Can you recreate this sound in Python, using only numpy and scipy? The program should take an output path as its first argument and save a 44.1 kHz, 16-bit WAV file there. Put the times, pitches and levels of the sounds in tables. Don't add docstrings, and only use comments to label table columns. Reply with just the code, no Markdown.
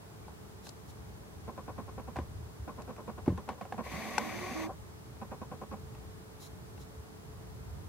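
import sys
import numpy as np
from scipy import signal
from scipy.fft import rfft, irfft
from scipy.io import wavfile
from scipy.ndimage import uniform_filter1d

SR = 44100
rng = np.random.default_rng(int(sys.argv[2]) if len(sys.argv) > 2 else 0)


def materialize(psi):
    bounded = np.clip(np.atleast_2d(psi).T, -1, 1)
    quanta = np.round(bounded * 32767).astype(np.int16)
    wavfile.write(sys.argv[1], SR, quanta)


N = 347831
T = np.arange(N) / SR
BLOW_T = T[:SR // 3]
OPPOSED = np.array([[1], [-1]])

# (time [s], peak [dB], crack against knock [dB], left minus right [dB], rattle against peak [dB])
TICK_EVENTS = [(0.281, -41, -24, 2, -16), (0.668, -39.5, 0, 4, -17), (0.69, -53, 17.5, 7, -18),
               (2.159, -29.5, -21.5, -2.5, -11.5), (2.165, -37, -8.5, -6.5, -7),
               (2.187, -33.5, -17, 7, -12), (2.819, -46, 2, -2, -10), (2.964, -45, -9, -0.5, -12),
               (3.26, -45, -5, 4, 2), (3.278, -30.5, -32, 3, -8), (3.375, -40, -9, 2, -4),
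               (3.489, -26, -17.5, 3.5, -8), (3.611, -31.5, -22.5, -5, -8.5),
               (3.652, -38.5, -19, -1.5, -20), (3.723, -26.5, -21.5, -2.5, -14.5),
               (3.743, -40, -26, 0, -34), (4.18, -15, -7.5, 5, -17), (5.949, -47.5, -6, 1, -3),
               (6.778, -46.5, -10, 4, -12)]


def undb(db):
    return 10 ** (np.asarray(db, float) / 20)


def level(x, db):
    return x * undb(db) / np.sqrt(np.mean(x ** 2))


def noise():
    return rng.standard_normal(N)


def pan(db):
    return undb(np.array([[db], [-db]]) / 2)


def band(x, hz, width):
    return signal.lfilter(*signal.iirpeak(hz, hz / width, fs=SR), x)


def colour(x, points):
    hz, db = np.transpose(points)
    f = np.maximum(np.arange(N // 2 + 1) * SR / N, 1)
    return irfft(rfft(x) * undb(np.interp(np.log(f), np.log(hz), db)), N)


def walk(rate):
    hold = int(SR / rate)
    steps = np.repeat(rng.standard_normal(N // hold + 1), hold)
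    smooth = uniform_filter1d(uniform_filter1d(steps, hold), hold)
    return level(smooth[:N], 0)


def ring(modes, rise_s):
    x = sum(undb(db) * np.sin(2 * np.pi * hz * BLOW_T) * 1000. ** (-BLOW_T / t60) for hz, db, t60 in modes)
    x = x * (1 - np.exp(-BLOW_T / rise_s))
    return x / np.abs(x).max()


def add(out, s, x):
    i = int(s * SR)
    out[..., i:i + x.shape[-1]] += x[..., :N - i]


def shell(force, column):
    # (frequency [Hz], width [Hz], focus level [dB], zoom level [dB], left minus right [dB])
    shell_modes = np.array([(209.2, 38, 3, 6, -19), (362, 257, -7, 0, -4), (504, 90, 3.5, 4, 0.5),
                            (575, 98, -0.5, 5.5, -2), (774, 93, 1, 7, 3), (933, 70, -5.5, 1, -7),
                            (1024, 66, 3, 1.5, 2), (1117.5, 61, -2.5, 9.5, 0.5), (1247, 120, -13, -13, -14),
                            (1470, 180, -17, -7, 17.5), (1870, 287, -22, 0, 1), (2179, 340, -21.5, 5.5, 8),
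                            (2170, 136, -22, -5, 22.5), (2490, 220, -23.5, -23, -1),
                            (3560, 480, -46, -11.5, 2), (4430, 760, -51, -12, 13.5),
                            (6140, 390, -56, -9, 3), (6860, 980, -83, -19.5, -17),
                            (10700, 5400, -12, -22, -4), (13800, 3500, -39, -23.5, -16)])
    total = np.sqrt(np.sum(undb(2 * shell_modes[:, column]) * shell_modes[:, 1]) * np.pi / SR)
    ringing = []
    for k, row in enumerate(shell_modes):
        hz, width = row[:2]
        gain = (-1) ** k * undb(row[column]) / total
        steep = band(band(force, hz, width), hz, 3 * width)
        ringing.append(gain * pan(row[4]) * steep)
    return ringing


def motor_force():
    # (first burst [s], bursts as (level [dB], length [s]))
    hunts = [(1.477, [(-40.5, 0.02), (-42.5, 0.021), (-41.5, 0.028), (-42, 0.031), (-47.5, .019),
             (-44, .026), (-42, .012)]), (2.677, [(-39, 0.023), (-44, .033), (-43, 0.035), (-46, .03),
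             (-40, .028), (-42, .014)]), (3.377, [(-42, 0.012), (-44, 0.01), (-53, .012)]),
             (3.779, [(-37, 0.028)]), (5.213, [(-41.5, .021), (-41.5, 0.027), (-41, 0.018), (-42.5, 0.026),
             (-43.5, .022), (-41, .034)])]
    # (time [s], level [dB])
    barrel_jolts = [(3.852, -54.5), (4.688, -47)]
    period_s, step_hz = 0.1, 255
    rattle_db, rise_s, tail_s = -5.5, 0.0077, 0.029
    jolt_s = 0.0073

    force, rattle = np.zeros(N), noise()
    bursts = [(first + k * period_s, db, length)
              for first, hunt in hunts for k, (db, length) in enumerate(hunt)]
    draws = rng.standard_normal((len(bursts), 2, 24))
    for (s, db, length), (slip, size) in zip(bursts, draws):
        steps = np.cumsum(np.abs(1 + 0.2494 * slip)) / step_hz - 1 / step_hz
        on = steps < length
        impulse = undb(db + 1.75 * size[on]) * np.sign(slip[on]) * np.sqrt(SR / step_hz)
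        force[((s + steps[on]) * SR).astype(int)] += impulse
        shape = np.interp(T, [s - rise_s, s, s + length, s + length + tail_s], [0, 1, 1, 0])
        force += undb(db + rattle_db) * rattle * shape

    dull = level(band(band(noise(), 710, 650), 690, 1100), 0)
    for s, db in barrel_jolts:
        late = np.maximum(T - s, 0) / jolt_s
        force += undb(db) * dull * late * np.exp(1 - late)
    return force


def loose_force():
    shaken = np.zeros(N)
    for s, peak_db, _, _, rattle_db in TICK_EVENTS:
        shaken += undb(peak_db + rattle_db) * (T > s) * np.exp(-np.abs(T - s) / 0.024)
    contacts = noise() * undb(2.5 * rng.exponential(size=N))
    return shaken * level(contacts, 0)


def rattles():
    loose = loose_force()
    force = motor_force() + loose
    body = sum(shell(force, 2)[:15])
    apart = undb(0.5) * band(np.roll(force, 90), 250, 400)
    bright = undb(-5.5) * band(band(loose, 2030, 1400), 2400, 6000)
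    return body + apart * OPPOSED + bright


def zoom():
    # (frequency [Hz], level [dB per Hz])
    side_spectrum = [(59, -49), (100, -16), (140, -26), (275, -13), (319, -14), (447, -22), (1460, -27.5),
                     (2370, -21), (2810, -28), (6260, -30), (15500, -39)]
    start_s, stop_s, spin_up_s, run_down_s, coast_s = 3.825, 4.638, 0.025, 0.046, 0.12
    engage_s, engage_rise_s = 3.9, 0.022
    idle_db, drive_db, idle_low_db = -45.5, -41.5, -4
    whine_start_db, whine_end_db = -4, 3
    shaft_hz, poles, speed_drift = 40.6, 6, 0.0039
    shaft_depth, pole_depth = 0.16, 0.29

    on = np.interp(T, [start_s, start_s + spin_up_s, stop_s, stop_s + run_down_s], [0, 1, 1, 0])
    coast = np.interp(T, [start_s, start_s + spin_up_s, stop_s, stop_s + coast_s], [0, 1, 1, 0])
    engaged = np.interp(T, [engage_s, engage_s + engage_rise_s], [0, 1])
    turn = 2 * np.pi * np.cumsum(shaft_hz * (1 + speed_drift * walk(4))) / SR
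    throb = (1 + shaft_depth * np.sin(turn)) * (1 + pole_depth * np.sin(poles * turn))

    contacts = level(noise() * undb(1.7 * rng.exponential(size=N)), 0)
    modes = shell(contacts, 3)
    whine_gain = undb(np.interp(T, [start_s, stop_s], [whine_start_db, whine_end_db]))
    whine = whine_gain * modes.pop(16)
    low = coast * undb(idle_low_db * (1 - engaged)) * sum(modes[:10])
    upper = on * (throb * sum(modes[10:14]) + sum(modes[14:]) + whine)
    apart = on * level(colour(noise(), side_spectrum), -8.0) * OPPOSED
    return undb(idle_db + (drive_db - idle_db) * engaged) * (low + upper + apart)


def chatter():
    # (time [s], length [s], first pitch [Hz], last pitch [Hz], shared level [dB],
    # level opposed between capsules [dB], unsteadiness [0-1])
    tones = [(3.94, 0.045, 165.4, 180, -46, -57, 1), (3.976, 0.147, 213.7, 222.5, -51, -54, 0.77),
             (4.114, 0.25, 233.7, 241, -55.5, -60, 1), (4.22, 0.16, 305, 337.6, -55.5, -47, 0.44),
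             (4.361, 0.154, 350, 372, -49.5, -55, 0.71), (4.513, 0.026, 251, 245, -41, -47, 0.42),
             (4.552, 0.13, 317, 321.4, -46, -39.5, 0.08)]
    waver_depth, flutter_db = 0.0179, 3.5
    out, waver, flutter = np.zeros((2, N)), walk(60), walk(50)
    for s, length, first_hz, last_hz, shared_db, opposed_db, shake in tones:
        glide = np.interp(T, [s, s + length], [first_hz, last_hz])
        phase = 2 * np.pi * np.cumsum(glide * (1 + waver_depth * shake * waver)) / SR
        shared = np.sin(phase) + undb(-10.5) * np.sin(2 * phase) + undb(-8) * np.sin(3 * phase)
        opposed = np.sin(phase + 0.93) * -OPPOSED
        shape = np.interp(T, [s - .008, s + 0.0069, s + length - .008, s + length + .008], [0, 1, 1, 0])
        shape = shape * undb(flutter_db * shake * flutter)
        out += np.sqrt(2) * shape * (undb(shared_db) * shared + undb(opposed_db) * opposed)
    return out


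def ticks():
    # (frequency [Hz], level [dB], t60 [s])
    tick_modes = [(552, -8, 0.027), (775, 3.5, 0.022), (970, -6.5, 0.03), (1474, 0, 0.02),
                  (2120, 2.5, 0.009), (2510, 7, 0.0075)]
    firm_db, crack_s = -12, 0.002
    out = np.zeros((2, N))
    shifts = rng.standard_normal((len(TICK_EVENTS), len(tick_modes)))
    for (s, db, crack_db, pan_db, _), shift in zip(TICK_EVENTS, shifts):
        tilt_db = min(crack_db - firm_db, 0)
        struck = [(hz * (1 + 0.063 * u), gain_db + tilt_db * max(np.log2(hz / 800), 0), t60)
                  for (hz, gain_db, t60), u in zip(tick_modes, shift)]
        knock = ring(struck, 0.0015)
        hiss = band(band(rng.standard_normal((2, len(BLOW_T))), 4200, 3200), 6900, 5300)
        crack = hiss * BLOW_T / crack_s * np.exp(1 - BLOW_T / crack_s)
        add(out, s, undb(db) * pan(pan_db) * (knock + undb(crack_db) * crack))
    return out


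def thuds():
    # (time [s], peak before the bass cut [dB], pitch factor)
    palm_thuds = [(2.168, -32.5, 1.02), (2.19, -32.5, 0.89), (2.405, -38, 0.93), (2.446, -44, 1.13),
                  (2.596, -32, 0.89), (3.278, -27.5, 1.14), (3.3, -32.5, 0.94), (3.321, -31, 1.05),
                  (3.928, -39.5, 0.95), (6.968, -38, 0.95)]
    # (frequency before the pitch factor [Hz], level [dB], t60 [s])
    dull_modes = [(78.6, 2, 0.14), (111, 2, 0.09)]
    out = np.zeros(N)
    for s, db, pitch in palm_thuds:
        add(out, s, undb(db) * ring([(hz * pitch, gain_db, t60) for hz, gain_db, t60 in dull_modes], 0.016))
    return out


def knocks():
    # (time [s], peak before the bass cut [dB])
    knuckle_knocks = [(2.187, -29), (3.278, -15.5), (3.299, -33), (3.322, -32)]
    # (frequency [Hz], level [dB], t60 [s])
    hard_modes = [(184, -11, 0.245), (270, 12, 0.028), (330, 1.5, 0.051), (484, -4, 0.044),
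                  (573, -11.5, 0.048)]
    out = np.zeros(N)
    for s, db in knuckle_knocks:
        add(out, s, -undb(db) * ring(hard_modes, 0.0035))
    return out


def slides():
    # (time [s], level [dB], length [s])
    skin_slides = [(.5, -67, 0.03), (0.628, -56, 0.097), (0.875, -59.5, 0.051), (6.394, -52.5, 0.105),
                   (6.782, -60.5, 0.08)]
    # (frequency [Hz], width [Hz], level [dB])
    slide_bands = [(4110, 320, 6), (5670, 2300, 0), (6800, 510, -5), (9600, 1300, -7), (11900, 3000, -17)]
    skew = .8
    rub = (.7 * noise() + rng.standard_normal((2, N))) * undb(1.2 * walk(80))
    rub = level(sum(undb(db) * band(rub, hz, width) for hz, width, db in slide_bands), 0)
    out = np.zeros((2, N))
    for s, db, length in skin_slides:
        progress = np.clip((T - s) / length, 0, 1)
        out += undb(db) * rub * np.sin(np.pi * progress ** skew) ** 1.4
    return out


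def fingers():
    bass_cut = signal.butter(3, 60, "high", fs=SR, output="sos")
    return signal.sosfilt(bass_cut, ticks() + thuds() + knocks()) + slides()


def bird():
    start_s, length_s, start_hz, fall_hz, peak_db = .238, .02, 2430, 200, -64
    u = np.clip((T - start_s) / length_s, 0, 1)
    phase = 2 * np.pi * np.cumsum(start_hz - fall_hz * u) / SR
    return undb(peak_db) * np.sin(np.pi * u) * np.sin(phase)


def garden():
    # (frequency [Hz], relative level [dB per Hz])
    mid_spectrum = [(15, -43), (25, -34.5), (64, -3), (113, -3.5), (144, -8.5), (184, -9), (241, -17.5),
                    (403, -16.5), (437, -18), (473, -21.5), (834, -22.5), (1090, -24.5), (2590, -38),
                    (5090, -38), (15800, -43)]
    side_spectrum = [(15, -52), (25, -29), (37, -9), (55, -20), (86, -0.5), (170, -5), (255, -7.5),
                     (425, -10), (587, -15), (637, -12), (2810, -25.5), (10800, -29.5), (15800, -33.5)]
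    # (time [s], level [dB])
    rumble_curve = [(0.0, -63), (0.31, -57), (1.65, -56), (2.24, -52), (2.66, -56.5), (3.6, -54),
                    (4.02, -54), (5.18, -56.5), (7.69, -54), (7.89, -58)]
    mid_db, side_db, hum_hz, hum_db = -50.5, -54, 436, -63

    mid = level(colour(noise(), mid_spectrum), mid_db)
    side = level(colour(noise(), side_spectrum), side_db)
    air = mid + side * OPPOSED
    low = signal.sosfiltfilt(signal.butter(2, 140, fs=SR, output="sos"), air)
    s, db = np.transpose(rumble_curve)
    swell = undb(np.interp(T, s, db - np.median(db)) + 3.1 * walk(6.6))
    phase = 2 * np.pi * np.cumsum(hum_hz * (1 + 0.00061 * walk(1.99))) / SR
    hum = np.sin(phase) * np.sqrt(2) * undb(hum_db + 1.5 * walk(3.38))
    return air - low + low * swell + hum


def scene():
    return rattles() + zoom() + chatter() + fingers() + bird() + garden()


def record(dry):
    return signal.sosfilt(signal.ellip(13, .3, 75, 15790, fs=SR, output="sos"), dry)


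dry = scene()
out = record(dry)
materialize(out)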